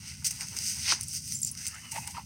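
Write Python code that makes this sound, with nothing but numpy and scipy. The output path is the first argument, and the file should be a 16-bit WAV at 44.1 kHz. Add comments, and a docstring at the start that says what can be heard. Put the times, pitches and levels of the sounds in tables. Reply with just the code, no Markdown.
"""Paws and backs scrape through loose gravel as two dogs wrestle in a yard at night: noise cut into tiny grains.
Bodies land with dull thuds of low noise, and metal on a collar clinks as a cluster of fading tones.
Near the end one dog gives short raspy huffs, made of chopped air ringing in its throat,
and a thin nose whistle, a wavering tone. A low rumble of filtered noise lies under it all."""
import sys
import numpy as np
from scipy import signal
from scipy.fft import rfft, irfft
from scipy.io import wavfile
from scipy.ndimage import uniform_filter1d

SR = 44100
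rng = np.random.default_rng(int(sys.argv[2]) if len(sys.argv) > 2 else 0)


def wav_out(sig):
    """Save sig, one row per channel (or a flat mono array), as 16-bit PCM at SR to the path in sys.argv[1]."""
    wavfile.write(sys.argv[1], SR, np.round(np.clip(np.atleast_2d(sig).T, -1, 1) * 32767).astype(np.int16))


N = 99225
TIME = np.arange(N) / SR  # seconds

# Bright colour of fine grit, also used for the tick of a clink.
# Each row: frequency in Hz, relative level in dB.
FINE_COLOUR = [(1500, -50), (4000, -39), (6500, -1.5), (7400, -5.5), (8500, 3.5), (10000, -4.5),
               (11600, -18.5), (13000, -7.5), (16000, -16)]


def from_db(db):
    """Turn decibels into gain."""
    return 10 ** (np.asarray(db) / 20)


def rms_one(x):
    """Scale to an average strength (rms) of 1."""
    return x / np.sqrt(np.mean(x ** 2) + 1e-20)


def noise():
    """White noise with rms 1."""
    return rng.standard_normal(N)


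def drift(rate_hz):
    """Smooth random wandering with rms 1; a higher rate wanders faster."""
    r = np.exp(-2 * np.pi * rate_hz / SR)
    wander = signal.lfilter([1], [1, -2 * r, r * r], rng.standard_normal(N + SR))
    return rms_one(wander[SR:])  # skip the filter's first second


def colour(x, points):
    """Filter that shapes the spectrum without ringing ahead; white noise keeps its level."""
    hz, db = np.transpose(points)
    size = 4096
    grid_hz = np.maximum(np.arange(size // 2 + 1) * SR / size, 1)
    gains = rms_one(from_db(np.interp(np.log(grid_hz), np.log(hz), db)))
    # folding the cepstrum moves the filter's energy to its start (minimum phase)
    cepstrum = irfft(np.log(gains))
    cepstrum[1:size // 2] *= 2
    cepstrum[size // 2 + 1:] = 0
    return signal.fftconvolve(x, irfft(np.exp(rfft(cepstrum))))[:N]


def swell(peak_s, rise_s, fall_s):
    """Envelope that climbs 20 dB in rise_s and drops 20 dB in fall_s."""
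    before, after = (peak_s - TIME) / abs(rise_s), (TIME - peak_s) / abs(fall_s)
    return 10 ** -np.minimum(np.maximum(before, after), 10)


def rumble():
    """Distant low noise that surges a little, with faint air above it."""
    # Colour of the rumble and air. Each row: frequency in Hz, relative level in dB.
    rumble_colour = [(20, -44), (32, -17), (45, -23), (62, -4.5), (82, 2), (120, 0.5), (170, -3),
                     (230, -8.5), (310, -20), (420, -35), (700, -37), (2000, -46.5), (16000, -42)]
    level_db, surge_db, surge_hz, low_cut_hz = -49, 1.24, 6.8, 37
    low_cut = signal.butter(3, low_cut_hz, "high", fs=SR, output="sos")
    steady = signal.sosfilt(low_cut, colour(noise(), rumble_colour))
    return from_db(level_db + surge_db * drift(surge_hz)) * steady


def yard(x):
    """Short, faint scatter from the ground and the fence: a burst of fading noise as the echo."""
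    echo_db, t60_s = -17.5, 0.11  # t60: time to fade by 60 dB
    t = TIME[:SR // 2]
    tail = rng.standard_normal(len(t)) * from_db(-60 * t / t60_s) * (t > 0.005)
    return from_db(echo_db) * signal.fftconvolve(x, tail / np.linalg.norm(tail))[:N]


def whistle():
    """A faint nose tone that wavers and mostly sinks in pitch, with a weak overtone."""
    # Path of the whistle. Each row: time in seconds, pitch in Hz, level in dB.
    path = [(1.7, 2984, -73), (1.766, 2943, -58), (1.805, 3006, -73), (1.835, 2990, -55.5),
            (1.879, 2983, -52.5), (1.894, 2840, -54), (1.94, 2780, -59), (1.995, 2580, -64),
            (2.03, 2530, -50), (2.06, 2460, -75)]
    waver_hz, overtone_db = 18.1, -18
    s, hz, db = np.transpose(path)
    pitch_hz = np.interp(TIME, s, hz) + waver_hz * drift(103)
    phase = 2 * np.pi * np.cumsum(pitch_hz) / SR
    tone = np.sin(phase) + from_db(overtone_db) * np.sin(4 * phase)  # fourth harmonic
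    sounding = (TIME > s[0]) * (TIME < s[-1])
    return from_db(np.interp(TIME, s, db)) * sounding * np.sqrt(2) * tone


def throat(x, hz, width_hz):
    """Narrow resonance whose centre follows hz: shift down to zero, low-pass, shift back up."""
    turn = np.exp(2j * np.pi * np.cumsum(hz) / SR)
    low_pass = signal.butter(2, width_hz / 2, fs=SR, output="sos")
    return (signal.sosfilt(low_pass, x / turn) * turn).real


def huffs():
    """Slow, uneven flaps of the throat chop the air, which rings in the throat and hisses through the mouth."""
    # Each row: peak in seconds, rise and fall in seconds per 20 dB, level in dB, throat pitch in Hz,
    # throat width in Hz, throat glide in octaves per second, mouth hiss in dB against the throat.
    breaths = [(1.62, 0.12, 0.17, -57.5, 1710, 300, 7, 4.5), (1.745, 0.034, 0.12, -50, 1430, 199, 7.5, -8),
               (1.765, 0.1, 0.03, -48.5, 1870, 397, 4.5, -7), (1.789, 0.015, .015, -50, 2180, 80, 13.5, -9),
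               (1.76, 0.055, 0.079, -60.5, 890, 150, -3.5, -16),
               (1.85, 0.064, 0.13, -56.5, 1190, 400, 2, 4.5),
               (1.928, 0.0049, 0.02, -42, 936, 60, -4.5, -21), (1.963, .025, 0.027, -42, 835, 198, 7, 5),
               (1.974, 0.023, 0.019, -35, 849, 89, -2.5, -17),
               (1.985, 0.0049, 0.012, -29.5, 900, 70, 2, -24),
               (2.04, 0.057, 0.052, -55.5, 862, 199, 2, 3.5),
               (2.08, 0.028, 0.046, -47.5, 860, 197, 1.5, -1),
               (2.149, 0.011, 0.043, -44, 960, 90, -0.5, -2), (2.17, 0.0098, 0.037, -41, 1220, 247, 1, -20),
               (2.182, 0.021, .03, -37, 941, 90, -2.5, -32), (2.2, 0.013, 0.02, -45.5, 982, 120, 4, -15)]
    # Colour of the mouth hiss. Each row: frequency in Hz, relative level in dB.
    mouth_colour = [(500, -32), (700, -15), (1200, -14), (1700, -9), (2100, -0.5), (2350, -8), (2700, 0),
                    (3300, -18), (5000, -12), (9000, -35), (16000, -62)]
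    flutter_hz, flutter_jitter, flutter_depth = 85.36, 0.17, 0.35
    pulse_share = 0.18  # power share of sharp flaps; the rest is chopped noise
    cycles = np.cumsum(flutter_hz * np.exp(flutter_jitter * drift(40.35))) / SR
    gate = rms_one(1 + flutter_depth * np.cos(2 * np.pi * cycles))
    flaps = rms_one(np.diff(np.floor(cycles), prepend=0))  # one click per cycle
    air = np.sqrt(pulse_share) * flaps + np.sqrt(1 - pulse_share) * gate * noise()
    hiss = colour(gate * noise(), mouth_colour)
    out = np.zeros(N)
    for s, rise, fall, db, throat_hz, width_hz, glide, hiss_db in breaths:
        gliding_hz = throat_hz * 2 ** np.clip(glide * (TIME - s), -1, 1)
        voice = throat(air, gliding_hz, width_hz)
        # even out the strength over about 16 ms
        voice = voice / np.sqrt(uniform_filter1d(voice ** 2, size=700) + 1e-12)
        out += from_db(db) * swell(s, rise, fall) * (voice + from_db(hiss_db) * hiss)
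    return out


def collar(count=3):
    """Each clink is a quick chatter of touches; fur damps the metal by a different amount each time."""
    # Each row: start in seconds, level in dB before the trim below, time to fade by 60 dB in seconds,
    # pitch in Hz around which the metal rings most readily.
    clinks = [(1.0097, -23.5, 0.019, 9100), (1.032, -24, 0.02, 8500), (1.0829, -26, 0.016, 8650),
              (1.336, -32.5, 0.042, 10200), (1.348, -28, 0.13, 7360), (1.3659, -27, .04, 7500),
              (1.388, -30, .02, 7850), (1.403, -40, 0.027, 11000), (1.4169, -27.5, 0.046, 8700),
              (1.4314, -14.5, 0.016, 7200), (1.4484, -19.5, 0.018, 7100), (1.466, -29.5, 0.033, 8500),
              (1.472, -27, .02, 7360), (1.477, -23.5, 0.018, 7600), (1.514, -25, 0.029, 9600),
              (1.6665, -15.5, 0.016, 7540), (1.68, -23, 0.018, 8100), (1.746, -37, 0.023, 8050)]
    # Tones the metal can ring with. 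Each row: frequency in Hz, relative level in dB.
    metal_tones = [(7240, -7), (7320, 0.5), (7780, -16), (8300, -5), (8850, -10), (9400, -3), (10000, 0.5),
                   (11500, -5), (12150, -10), (15720, 12)]
    width_octaves, trim_db, tick_db, low_cut_hz = 0.16, -1, -14.5, 4800
    chatter_s, chatter_loss_db = 0.0015, 7  # longest-typical gap, and loss from touch to touch
    hz, tone_db = np.transpose(metal_tones)
    out, t = np.zeros(N + SR), np.arange(SR // 10) / SR
    for s, db, t60, centre_hz in clinks:
        octaves_away = np.log2(hz / centre_hz)
        weights = from_db(tone_db) / (1 + (octaves_away / width_octaves) ** 2)
        weights = weights / np.linalg.norm(weights)
        for k in range(count):
            start = int((s + k * chatter_s * (1 + rng.uniform(-0.29, 0.067))) * SR)
            strengths = weights * from_db(rng.normal(0, 2.3, len(hz))) * rng.choice([-1, 1], len(hz))
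            rings = strengths @ np.sin(2 * np.pi * hz[:, None] * t) * from_db(-60 * t / t60)
            out[start:start + len(t)] += from_db(db + trim_db - k * chatter_loss_db) * rings
    ticks = sum(from_db(db + tick_db) * swell(s, 1 / SR, 0.004) for s, db, _, _ in clinks)
    low_cut = signal.butter(4, low_cut_hz, "high", fs=SR, output="sos")
    return signal.sosfilt(low_cut, out[:N] + colour(noise() * ticks, FINE_COLOUR))


def thuds():
    """Bodies and paws land: bursts of low noise make dull knocks and the soft weight of a rolling body."""
    # Each row of knocks and rolls: peak in seconds, rise and fall in seconds per 20 dB, level in dB.
    knocks = [(.03, 0.14, 0.26, -64.5), (.222, 0.0044, 0.024, -54), (.33, 0.033, 0.037, -58),
              (0.419, 0.044, 0.045, -46.5), (.55, 0.055, 0.053, -51), (.78, 0.047, 0.038, -53.5),
              (0.899, 0.046, .1, -40.5), (0.922, 0.0011, 0.0093, -23.5), (.99, 0.027, 0.021, -56.5)]
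    rolls = [(.555, 0.1, 0.17, -53), (0.93, 0.0047, 0.023, -40.5), (2.19, 0.056, 0.035, -56)]
    # Colours of a knock and of a roll. Each row: frequency in Hz, relative level in dB.
    knock_colour = [(150, -25), (300, -13), (500, -15), (680, -12), (900, 3.5), (1150, -3), (1500, 0.5),
                    (2500, -5.5), (5000, -54)]
    roll_colour = [(120, -55), (250, 2.5), (420, -1.5), (550, -6), (700, -7), (1200, -12)]
    knock_level = sum(from_db(db) * swell(s, rise, fall) for s, rise, fall, db in knocks)
    roll_level = sum(from_db(db) * swell(s, rise, fall) for s, rise, fall, db in rolls)
    return colour(noise() * knock_level, knock_colour) + colour(noise() * roll_level, roll_colour)


def contacts():
    """Power of a random stream of short stone contacts, each fading quickly; mean 1."""
    grains_per_s, spread_db, fade_s = 1900, 1, 0.00049
    sizes = from_db(spread_db * np.minimum(rng.exponential(1, N), 5))
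    touches = sizes * (rng.random(N) < grains_per_s / SR)
    power = signal.lfilter([1], [1, -np.exp(-1 / (fade_s * SR))], touches ** 2 + 1e-18)
    return power / power.mean()


def crunch():
    """A dog's whole weight crunches into the gravel: one swell of grainy noise."""
    # Colour of the crunch. Each row: frequency in Hz, relative level in dB.
    crunch_colour = [(200, -45), (1200, -30), (2000, -12.5), (2600, -10.5), (3500, -4.5), (4700, 2),
                     (5400, 5), (6500, -22), (10000, -30), (16000, -41)]
    peak_s, rise_s, fall_s, level_db = 0.9164, 0.081, 0.039, -25.5
    level = from_db(level_db) * swell(peak_s, rise_s, fall_s)
    return colour(noise() * np.sqrt(contacts()) * level, crunch_colour)


def gravel():
    """Thousands of tiny stone contacts a second, swelling with each scrape; now and then one stone snaps."""
    # Each row: peak in seconds, rise and fall in seconds per 20 dB, level in dB,
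    # coarse stones and fine grit in dB against that level, before the trims below.
    scrapes = [(0.092, 0.15, 0.14, -43, 7, -3), (0.245, 0.0017, 0.073, -26.5, -4.5, -1.5),
               (0.268, 0.015, 0.022, -27.5, -3, 5.5), (.309, 0.0022, 0.019, -37, 4, 9.5),
               (.36, 0.29, 0.14, -46, 4.5, 3.5), (.416, 0.042, 0.093, -36, 0.5, -2.5),
               (.48, 0.033, 0.28, -48.5, 5.5, 4), (.567, .006, 0.058, -38, 4, 3),
               (.62, 0.17, 0.12, -40, 1.5, -2.5), (0.684, 0.12, 0.15, -30, -2.5, -1),
               (.83, 0.15, 0.075, -37.5, 1.5, 0), (.89, 0.082, .04, -30, 9, -3.5),
               (0.915, 0.048, 0.064, -24, 2.5, -27), (1.018, 0.06, 0.12, -42, -1, -1),
               (1.098, 0.063, .06, -41, -5.5, 1.5), (1.138, 0.022, 0.02, -37, -3.5, 6.5),
               (1.17, 0.085, 0.039, -32.5, -6.5, -2.5), (1.32, 0.2, 0.14, -37.5, -5, 1.5),
               (1.479, 0.084, 0.046, -37.5, -10, 0.5), (1.575, 0.012, 0.13, -42.5, -5, -5),
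               (1.66, 0.2, 0.14, -41, -1.5, 0), (1.68, .003, 0.024, -42, 4.5, 5),
               (1.78, 0.25, 0.9, -52.5, 2.5, 2), (1.919, 0.011, 0.038, -38, 3.5, 6.5),
               (1.969, 0.086, 0.21, -45.5, 4.5, 7.5), (2.076, 0.0067, 0.01, -36.5, 6.5, 6),
               (2.108, 0.04, 0.071, -49, 9, 8), (2.17, .04, 0.075, -50, 13.5, -2)]
    # Single stones snap together. Each row: time in seconds, level in dB, body of the stone in dB against it.
    stone_snaps = [(0.245, -38.5, -14), (0.266, -27, -16), (0.3075, -33, -12), (.409, -29, 1),
                   (.422, -38, -3), (.472, -36, -7), (.485, -29, -21), (0.5665, -30, -11),
                   (0.588, -22.5, -13), (0.721, -38, -16), (0.736, -38, -12), (0.9205, -29, -4),
                   (1.01, -29, -10), (1.038, -34, -25), (1.15, -25.5, -21), (1.222, -37, -16),
                   (1.278, -29, -17), (1.322, -22.5, -17.5), (1.43, -29, -16), (1.491, -34.5, -21),
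                   (1.551, -37, -7), (1.576, -37, -9), (1.656, -30.5, -5), (1.6668, -26.5, -2),
                   (1.674, -26, -10)]
    # Colours of the middle and the coarse stones. Each row: frequency in Hz, relative level in dB.
    middle_colour = [(500, -50), (1500, -52.5), (2700, -17.5), (3500, -21), (4200, -14.5), (4850, -1),
                     (5600, -1), (5900, 3), (6400, 0.5), (6850, -10), (7500, -15.5), (8400, -3.5),
                     (10000, -16), (12000, -30), (16000, -30.5)]
    coarse_colour = [(60, -50), (300, -25), (650, -26.5), (860, -15), (1100, -24), (1470, -6),
                     (1720, -13.5), (2050, 1), (2350, -3.5), (2780, 0), (3500, -11.5), (4200, -6.5),
                     (5000, 0), (9000, -47), (16000, -67)]
    shifting_db = -58  # stones that never quite come to rest
    coarse_trim_db, fine_trim_db, snap_fine_db = -10, -4, -5
    snap_fall_s = 0.0019  # per 20 dB

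    # the three sizes share one stream of contacts and each adds its own
    grains = (contacts() + np.array([contacts() for _ in range(3)])) / 2
    power = np.full((3, N), from_db(shifting_db) ** 2)
    for s, rise, fall, db, coarse_db, fine_db in scrapes:
        levels = from_db([[db], [db + coarse_db], [db + fine_db]])
        power += (levels * swell(s, rise, fall)) ** 2
    middle, coarse, fine = np.sqrt(power * grains)

    snaps, snap_bodies = np.zeros(N), np.zeros(N)
    for s, db, body_db in stone_snaps:
        shape = swell(s, 1 / SR, snap_fall_s)
        snaps += from_db(db) * shape
        snap_bodies += from_db(db + body_db) * shape

    coarse = from_db(coarse_trim_db) * coarse + snap_bodies
    fine = from_db(fine_trim_db) * fine + from_db(snap_fine_db) * snaps
    return (colour(noise() * (middle + snaps), middle_colour)
            + colour(noise() * coarse, coarse_colour)
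            + colour(noise() * fine, FINE_COLOUR))


def scene():
    """The scuffle, its echo and the night's rumble."""
    dogs = gravel() + crunch() + thuds() + collar() + huffs() + whistle()
    return (dogs + yard(dogs) + rumble())[None]


def record(dry):
    """Cut the top steeply above 16100 Hz."""
    top_cut = signal.ellip(10, 0.1, 80, 16100, fs=SR, output="sos")
    return signal.sosfilt(top_cut, dry)


dry = scene()
out = record(dry)
wav_out(out)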